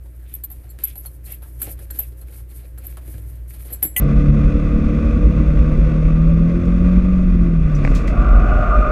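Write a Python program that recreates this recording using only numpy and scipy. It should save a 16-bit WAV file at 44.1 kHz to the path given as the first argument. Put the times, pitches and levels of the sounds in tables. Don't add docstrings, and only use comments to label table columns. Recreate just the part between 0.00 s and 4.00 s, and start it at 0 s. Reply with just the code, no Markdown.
import sys
import numpy as np
from scipy import signal
from scipy.fft import rfft, irfft
from scipy.io import wavfile
from scipy.ndimage import uniform_filter1d

SR = 44100
rng = np.random.default_rng(int(sys.argv[2]) if len(sys.argv) > 2 else 0)


def generate_wav(sig):
    pcm = np.round(np.clip(np.atleast_2d(sig).T, -1, 1) * 32767).astype(np.int16)
    wavfile.write(sys.argv[1], SR, pcm)


N = 176400
TIME = np.arange(N) / SR
AGE = TIME[:SR // 3]


# t/s, level/dB
HUM_LEVELS = [(0, -35.5), (1.4, -35), (1.7, -32), (2.6, -34.5), (3.3, -30.5), (4, -35)]
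# multiple of its pitch, relative level/dB
HUM_TONES = [(1, -0.82), (2.03, -16.5)]
# rate/Hz, depth/dB
HUM_THROBS = [(12, 1.72), (5.9, 1.5)]
# f/Hz, level/dB
RUMBLE_SPECTRUM = [(15, -58), (28, -1), (45, -5.5), (70, 2), (110, 1.5), (150, -5.5), (200, -24),
                   (310, -15.5), (420, -18.5), (550, -22.5), (900, -40.5), (1700, -28.5), (2400, -33.5),
                   (3200, -43.5), (5500, -47), (12000, -31)]
# t/s, level/dB
RUMBLE_LEVELS = [(0, -50.5), (1.3, -49.5), (1.7, -47), (2.6, -50.5), (3.15, -45), (3.5, -49), (4, -44.5)]
# f/Hz, width/Hz, relative level/dB
CABINET_RESONANCES = [(85.8, 15.8, -2), (219, 43, -21.5), (308.8, 26.6, -10.5), (352, 37, -21.5),
                      (533.5, 2.3, -19), (643.7, 7.5, -23.5)]
# delay/s, relative level/dB
WALL_ECHOES = [(.0013, -25.5), (.0023, -25), (.0037, -16), (.0054, -17.5), (.0081, -23), (0.0124, -14)]

# t/s, level/dB
ARM_THUDS = [(1.66, -37), (3.145, -28.5), (3.835, -58)]
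# f/Hz, level/dB, ring time/s
PANEL_MODES = [(86, 4, .2), (99.7, 23, 0.76), (150, 9, 0.27), (167, -26, 0.27), (213, -20, .12)]
# t/s, level/dB
BASIN_BUMPS = [(1.62, -44.5), (1.674, -40), (1.907, -48), (3.09, -42), (3.71, -43), (3.828, -31),
               (3.853, -30), (3.964, -38.5)]
# f/Hz, level/dB, ring time/s
BASIN_MODES = [(157.5, -2.5, 0.12), (268, 0, 0.11), (307, 0.5, 0.13), (387, -18.5, 0.039), (536, -12, 0.11),
               (802, -27, 0.093)]
# t/s, level/dB
NUT_TAPS = [(.438, -39.5), (.512, -58), (.692, -50.5), (.706, -50), (.958, -50), (1.060, -45), (1.259, -48),
            (1.620, -38), (1.708, -58), (1.906, -37.5), (2.214, -52), (2.50, -57), (2.782, -50.5),
            (3.731, -40), (3.842, -43)]
# f/Hz, level/dB, ring time/s
TAILPIECE_MODES = [(3030, -15, 0.017), (4030, -11.5, 0.035), (4230, 6, 0.053), (4650, 0, .018),
                   (6300, -3, 0.029), (7600, 6, 0.048), (7620, 7.5, 0.046), (8800, 13, 0.023)]

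# t/s, level/dB, fade/s, boosted f/Hz, relative snap level/dB
PIPE_KNOCKS = [(0.435, -58, .0095, 604, -4), (.503, -49.5, 0.026, 920, -8), (.789, -49, 0.0079, 1660, 7),
               (0.957, -48, 0.013, 840, 1), (1.052, -45.5, 0.017, 1110, -2), (1.063, -56, 0.0072, 3150, -2),
               (1.421, -46.5, .03, 1140, -12), (1.619, -43.5, 0.015, 1580, 6),
               (1.634, -44.5, 0.032, 503, -9), (1.671, -37, 0.018, 560, -3.5),
               (1.791, -48.5, 0.0047, 1580, -1), (1.904, -43, 0.014, 1600, 0),
               (1.990, -44.5, .018, 680, -15), (2.121, -47, .0058, 400, -12),
               (2.777, -47, 0.016, 1450, -4.5), (2.971, -42, 0.0087, 1160, -1.5),
               (2.98, -49, .009, 1130, -7), (3.078, -42.5, .016, 450, -8), (3.142, -50, 0.0034, 1640, -1),
               (3.182, -45.5, .007, 527, -1), (3.824, -35, 0.01, 350, -7), (3.827, -37.5, 0.029, 2130, 4),
               (3.842, -37.5, 0.012, 250, -16), (3.852, -46, 0.02, 2030, 4)]
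# f/Hz, level/dB
PIPE_SPECTRUM = [(90, 8), (220, -1.5), (330, 3), (700, -2), (1050, -12.5), (1700, -8), (2300, -12.5),
                 (3200, -12), (4300, -15.5), (6200, -22), (10000, -11)]
# f/Hz, level/dB
SNAP_SPECTRUM = [(150, -5), (500, -3.5), (1000, -2), (2300, 1.5), (4300, -4), (6000, -7.5), (10000, -1)]
# t/s, level/dB, length/s, boosted f/Hz
FINGER_SCUFFS = [(0.055, -53.5, 0.012, 850), (0.192, -58, 0.069, 1690), (0.292, -68, 0.032, 1480),
                 (0.592, -56, 0.0094, 600), (.635, -53.5, 0.021, 774), (0.669, -60, 0.013, 650),
                 (.73, -56, 0.032, 704), (1.264, -45.5, 0.061, 2200), (1.459, -58, 0.0076, 885),
                 (1.80, -45.5, 0.027, 454), (1.93, -54, 0.079, 1670), (2.213, -53.5, 0.02, 1400),
                 (2.28, -51.5, 0.021, 550), (2.382, -52, 0.021, 1200), (2.624, -50.5, 0.027, 500),
                 (2.838, -48, 0.015, 500), (2.899, -55, .022, 2380), (3.648, -45.5, 0.014, 554),
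                 (3.701, -44, .035, 550)]

# start/s, end/s, level/dB
NUT_SPINS = [(0.248, 0.356, -60), (0.824, 0.909, -51.5), (1.259, 1.343, -53.5), (1.617, 1.71, -60),
             (1.98, 2.043, -55.5), (2.807, 2.90, -72)]
# f/Hz, level/dB
SLIDE_SPECTRUM = [(900, -26), (1600, -4.5), (2250, 5.5), (2900, 2), (3500, 5), (4600, -14), (6000, -21)]
# f/Hz, width/Hz, relative level/dB
NUT_RESONANCES = [(2380, 260, -10), (2680, 82, 0.5), (3100, 110, -12), (4100, 500, -9), (4840, 820, -11.5)]
# start/s, end/s, skin level/dB, thread level/dB
HAND_STROKES = [(-0.005, 0.28, -63.5, -74), (0.271, 0.384, -51.5, -59.5), (0.42, 0.72, -57.5, -62.5),
                (0.776, 0.825, -46, -48.5), (0.83, 0.908, -49, -56.5), (0.95, 1.084, -53, -62.5),
                (1.097, 1.153, -59.5, -80), (1.232, 1.345, -45, -58.5), (1.403, 1.61, -53, -80),
                (1.585, 1.695, -45.5, -48), (1.703, 1.727, -51, -70), (1.766, 1.851, -52.5, -56),
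                (1.915, 2.028, -48, -53), (2.037, 2.09, -51.5, -62.5), (2.16, 2.221, -56.5, -64),
                (2.257, 2.406, -51.5, -56), (2.473, 2.524, -59, -58.5), (2.524, 2.66, -52.5, -58),
                (2.772, 2.834, -61, -58.5), (2.826, 2.928, -48.5, -52.5), (3.001, 3.176, -49.5, -56.5),
                (3.206, 3.366, -55, -64), (3.493, 3.543, -46.5, -51), (3.466, 3.496, -60, -59.5),
                (3.544, 3.65, -57, -56.5), (3.637, 3.745, -45.5, -51), (3.756, 3.824, -61, -57)]
# f/Hz, level/dB
SKIN_SPECTRUM = [(3000, -24.5), (6000, -18), (7500, -15.5), (9000, -5.5), (10500, -5), (11800, 3),
                 (13000, -4.5), (14200, -8)]
THREAD_SPECTRUM = [(120, 15), (330, 15), (600, 6.5), (900, -1.5), (1400, 2), (2400, 2), (3300, -1),
                   (4400, -2), (6000, -14.5), (9000, -5.5)]
GRIT_SPECTRUM = [(400, -16), (1500, 5.5), (2500, 10), (3400, -11), (4500, -2), (6000, -10), (9000, -6),
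                 (12000, 4)]

# t/s, level/dB, chatter length/s, boosted f/Hz, relative ring level/dB
LINKAGE_TICKS = [(0.338, -26.5, 0.0037, 11470, -16), (0.348, -30, 0.0055, 11900, -25),
                 (.436, -26, 0.013, 13500, -13), (0.5, -39.5, .008, 12900, -12),
                 (.514, -35, 0.012, 13100, -9), (0.699, -42.5, 0.014, 11400, -15),
                 (0.836, -15, 0.0084, 11850, -16), (0.848, -24.5, 0.0033, 11500, -22),
                 (0.871, -32.5, 0.012, 11900, -14), (0.954, -38.5, 0.035, 11600, -13),
                 (0.976, -31.5, 0.013, 11770, -27), (.995, -40, 0.016, 11800, -18),
                 (1.058, -32, 0.01, 11200, -13), (1.254, -44, 0.0095, 11800, -15),
                 (1.32, -29.5, 0.0037, 11900, -7), (1.334, -37, .016, 11800, -10),
                 (1.421, -44, 0.019, 11200, -10), (1.598, -38.5, 0.013, 11900, -16),
                 (1.616, -21, 0.0066, 11150, -24), (1.626, -24, 0.0045, 13300, -3),
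                 (1.706, -34, 0.013, 11860, -12), (1.79, -45, 0.0056, 10700, -12),
                 (1.907, -30, 0.0048, 11750, -5), (1.988, -16.5, 0.0088, 12200, -23),
                 (2.001, -22.5, 0.0026, 11900, -18), (2.020, -35, 0.019, 11900, -5),
                 (2.212, -44.5, 0.007, 11100, -16), (2.780, -41.5, 0.0074, 11150, -2),
                 (2.850, -41, 0.011, 11700, -12), (2.866, -28.5, .003, 12000, -23),
                 (2.97, -44, 0.0036, 9900, -23), (3.703, -41, .022, 11600, 0),
                 (3.725, -26, 0.015, 11100, 11), (3.826, -14.5, 0.0085, 11400, 5.5),
                 (3.849, -23.5, 0.012, 12000, -5)]
# f/Hz, level/dB
CHATTER_SPECTRUM = [(2000, -25.5), (4200, -26), (5500, -39.5), (7800, -21), (9200, -17.5), (10200, -3.5),
                    (11000, -3.5), (11400, 0.5), (12650, 3), (13100, -11), (14100, -0.5), (14800, -27)]
# f/Hz, level/dB, ring time/s
LINKAGE_MODES = [(7682, -10.5, .24), (10100, -13, 0.28), (10550, -22, 0.23), (11320, 2.5, 0.15),
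                 (11590, -2, 0.11), (11750, -1, 0.19), (11920, 2, 0.11), (12400, -5, .14), (12500, 3, 0.11),
                 (13900, 7, 0.04)]
# f/Hz, level/dB, ring time/s
ROD_MODES = [(728, -17, 0.18), (2000, -1.5, 0.13), (3050, -7, 0.037), (4190, -28.5, 0.4),
             (6250, -14, 0.093), (7740, -13, 0.27), (8660, -2, 0.066), (9300, -25, .09), (10500, -9, .2),
             (12410, -23, .2), (13250, -8, 0.27), (13250, -5, 0.28), (14000, 4, 0.086)]
# f/Hz, level/dB
CLACK_SPECTRUM = [(200, -11), (750, -9.5), (1200, -17), (2000, -7), (3100, 6.5), (3800, -24.5), (5200, -52),
                  (6400, -13), (9000, -2.5), (10200, 5.5), (11500, -20), (14000, -4.5)]
REBOUND_SPECTRUM = [(1000, -18.5), (2500, -13), (5200, -46), (6400, -14), (7500, -17.5), (8700, -11),
                    (10200, -3), (12000, 5.5), (13100, 11), (14200, -10)]


def from_db(db):
    return 10 ** (np.asarray(db) / 20)


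def rms_one(x):
    return x / np.sqrt(np.mean(x ** 2) + 1e-20)


def burst_one(x):
    return x / np.sqrt(uniform_filter1d(x * x, 350).max() + 1e-20)


def add(out, start, x):
    i = int(np.clip(start * SR, 0, N - 1))
    out[i:i + len(x)] += x[:N - i]


def colour(x, spectrum, peak_hz=1, peak_db=0, width_hz=256):
    n = len(x) // 2 * 2
    hz = np.arange(n // 2 + 1) * SR / n
    points_hz, points_db = np.transpose(spectrum)
    db = np.interp(np.log(hz + 1), np.log(points_hz), points_db)
    db += peak_db * np.exp(-.5 * ((hz - peak_hz) / width_hz) ** 2)
    cepstrum = irfft(np.log(from_db(db)))[:n // 2]
    cepstrum[0] /= 2
    return irfft(rfft(x, n) * np.exp(rfft(2 * cepstrum, n)))


def drift(rate_hz):
    step, warm_up = 40, 2000
    pole = np.exp(-2 * np.pi * step * rate_hz / SR)
    noise = rng.standard_normal(N // step + warm_up + 2)
    slow = signal.lfilter([1], [1, -2 * pole, pole * pole], noise)[warm_up:]
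    return np.interp(np.arange(N) / step, np.arange(len(slow)), rms_one(slow))


def grains(n, per_s=5000, spread_db=1):
    sizes = from_db(spread_db * np.minimum(rng.exponential(1, n), 5))
    signs = rng.choice([-1, 1], n)
    return sizes * signs * (rng.random(n) < per_s / SR)


def envelope(t, rise, hold, fall):
    return np.clip(t / rise, 0, 1) * np.exp(-np.maximum(t - hold, 0) / fall)


def grain_burst(rise, hold, fall):
    return grains(len(AGE)) * envelope(AGE, rise, hold, fall)


def resonate(x, hz, width_hz):
    radius = np.exp(-np.pi * width_hz / SR)
    feedback = [1, -2 * radius * np.cos(2 * np.pi * hz / SR), radius * radius]
    return rms_one(signal.lfilter([1, 0, -1], feedback, x))


def ring(modes, spread_db=1, ring_share=1, detune=0, split_hz=0):
    out = 0
    for hz, db, ring_time in modes:
        size, shift, twin = rng.normal(size=3)
        phase = 2 * np.pi * (hz * (1 + detune * shift) * AGE + rng.random())
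        beat = 2 * np.pi * (split_hz * twin * AGE + rng.random())
        tone = np.sin(phase)
        if split_hz > 0:
            tone += .5 * np.sin(phase + beat)
        out += from_db(db + spread_db * size - 60 * AGE / (ring_share * ring_time)) * tone
    return burst_one(out)


def blows(hits, modes, rise, spread_db=1, detune=0):
    out = np.zeros(N)
    for start, db in hits:
        add(out, start, from_db(db) * ring(modes, spread_db, detune=detune) * np.minimum(AGE / rise, 1))
    return out


def room_rumble():
    rumble = rms_one(colour(rng.standard_normal(N), RUMBLE_SPECTRUM))
    hollow = sum(from_db(db) * resonate(rng.standard_normal(N), hz, width)
                 for hz, width, db in CABINET_RESONANCES)
    return (rumble + hollow) * from_db(np.interp(TIME, *np.transpose(RUMBLE_LEVELS)))


def hum(pitch_hz=59.3, waver_db=.6, waver_rad=.13):
    throb_db = sum(depth * np.sin(2 * np.pi * (hz * TIME + rng.random())) for hz, depth in HUM_THROBS)
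    tones = 0
    for multiple, db in HUM_TONES:
        strength = from_db(db + throb_db + waver_db * drift(7.2))
        phase = 2 * np.pi * pitch_hz * TIME + multiple * waver_rad * drift(11)
        tones += strength * np.sin(multiple * phase)
    return np.sqrt(2) * tones * from_db(np.interp(TIME, *np.transpose(HUM_LEVELS)))


def cabinet_echoes(x):
    out = x.copy()
    for delay, db in WALL_ECHOES:
        add(out, delay, from_db(db) * x)
    return out / np.sqrt(1 + sum(from_db(db) ** 2 for _, db in WALL_ECHOES))


def taps_and_bumps():
    taps = blows(NUT_TAPS, TAILPIECE_MODES, rise=.00074, spread_db=3, detune=.008)
    bumps = blows(BASIN_BUMPS, BASIN_MODES, rise=.00077)
    thuds = blows(ARM_THUDS, PANEL_MODES, rise=.0026)
    return taps + bumps + thuds


def pipe_knocks():
    out = np.zeros(N)
    click = 1. * (AGE == 0)
    for start, db, fall, hz, snap_db in PIPE_KNOCKS:
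        contacts = grain_burst(rise=.00059, hold=.0062, fall=fall)
        rattle = burst_one(colour(contacts, PIPE_SPECTRUM, hz, peak_db=11))
        snap = burst_one(colour(click, SNAP_SPECTRUM, hz, peak_db=11))
        add(out, start, from_db(db) * (rattle + from_db(snap_db) * snap))
    return out


def finger_scuffs():
    out = np.zeros(N)
    for start, db, length, hz in FINGER_SCUFFS:
        brush = grain_burst(rise=.0036, hold=length, fall=.011)
        add(out, start, from_db(db) * burst_one(colour(brush, PIPE_SPECTRUM, hz, peak_db=10)))
    return out


def thread_catches(per_s=160, spread_db=2):
    gap_draws, size_draws = rng.random((2000, 2)).T
    at = (np.cumsum(.25 + 1.5 * gap_draws) * SR / per_s).astype(int)
    sizes = from_db(spread_db * np.minimum(-np.log(1 - size_draws), 3))
    out = np.zeros(N)
    out[at[at < N]] = sizes[at < N]
    return out


def spinning_nut(slide_db=-2.5, ring_db=-4.5, slip_spread_db=1.5):
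    push = sum(from_db(db) * envelope(TIME - start, rise=.023, hold=end - start, fall=.017)
               for start, end, db in NUT_SPINS)
    slips = grains(N) * from_db(slip_spread_db * drift(120))
    slide = rms_one(colour(slips, SLIDE_SPECTRUM))
    jerks = thread_catches()
    ringing = sum(from_db(db) * resonate(jerks * rng.standard_normal(N) + 1e-18, hz, width)
                  for hz, width, db in NUT_RESONANCES)
    return push * (from_db(slide_db) * slide + from_db(ring_db) * rms_one(ringing))


def hand_strokes(swell_db=5, rasp_db=-2, grit_db=-6.5, grit_per_s=110):
    skin_power, thread_power = 0, 0
    rise, fall = .015, .038
    for start, end, skin_db, thread_db in HAND_STROKES:
        progress = np.clip((TIME - start) / (end - start + fall), 0, 1)
        swell = from_db(swell_db * (np.sin(np.pi * progress) - 2 / np.pi))
        push = envelope(TIME - start, rise, end - start, fall) * swell
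        skin_power += (push * from_db(skin_db)) ** 2
        thread_power += (push * from_db(thread_db)) ** 2
    grip = from_db(3.9 * drift(16))
    hiss = rms_one(colour(grains(N), SKIN_SPECTRUM)) * grip
    rasp = rms_one(colour(grains(N), THREAD_SPECTRUM)) * from_db(rasp_db + 3 * drift(23))
    grit = rng.standard_normal(N) * (rng.random(N) < grit_per_s / SR)
    crackle = from_db(grit_db) * rms_one(colour(grit, GRIT_SPECTRUM))
    return np.sqrt(skin_power) * hiss + np.sqrt(thread_power) * (rasp + crackle)


def linkage_ticks(let_go_s=3.8, held_share=.46, tail_db=-12.5):
    out = np.zeros(N)
    for start, db, length, hz, ring_db in LINKAGE_TICKS:
        tick = envelope(AGE, rise=.001, hold=length, fall=.002)
        tail = from_db(tail_db) * envelope(AGE, rise=.001, hold=length, fall=.008)
        contacts = grains(len(AGE)) * (tick + tail)
        chatter = burst_one(colour(contacts, CHATTER_SPECTRUM, hz, peak_db=11.5, width_hz=650))
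        share = held_share if start < let_go_s else 1
        ringing = ring(LINKAGE_MODES, spread_db=2.5, ring_share=share, split_hz=30)
        ringing *= np.minimum(AGE / length, 1)
        add(out, start, from_db(db) * (chatter + from_db(ring_db) * ringing))
    return out


def rod_clink(start=3.9625, rebound_delay=.008):
    strike = grain_burst(rise=.0022, hold=.0017, fall=.007)
    clack = burst_one(colour(strike, CLACK_SPECTRUM))
    bounce = grain_burst(rise=.0016, hold=.021, fall=.012)
    rebound = burst_one(colour(bounce, REBOUND_SPECTRUM))
    ringing = ring(ROD_MODES) * np.minimum(AGE / .0029, 1)
    out = np.zeros(N)
    add(out, start, from_db(-19) * clack + from_db(-17) * ringing)
    add(out, start + rebound_delay, from_db(-16.5) * rebound)
    return out


def scene():
    handwork = hand_strokes() + spinning_nut() + finger_scuffs()
    hits = linkage_ticks() + pipe_knocks() + taps_and_bumps()
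    return (cabinet_echoes(handwork + hits) + rod_clink() + hum() + room_rumble())[None]


def record(dry):
    return signal.sosfilt(signal.ellip(10, .3, 70, 14400, fs=SR, output="sos"), dry)


dry = scene()
out = record(dry)
generate_wav(out)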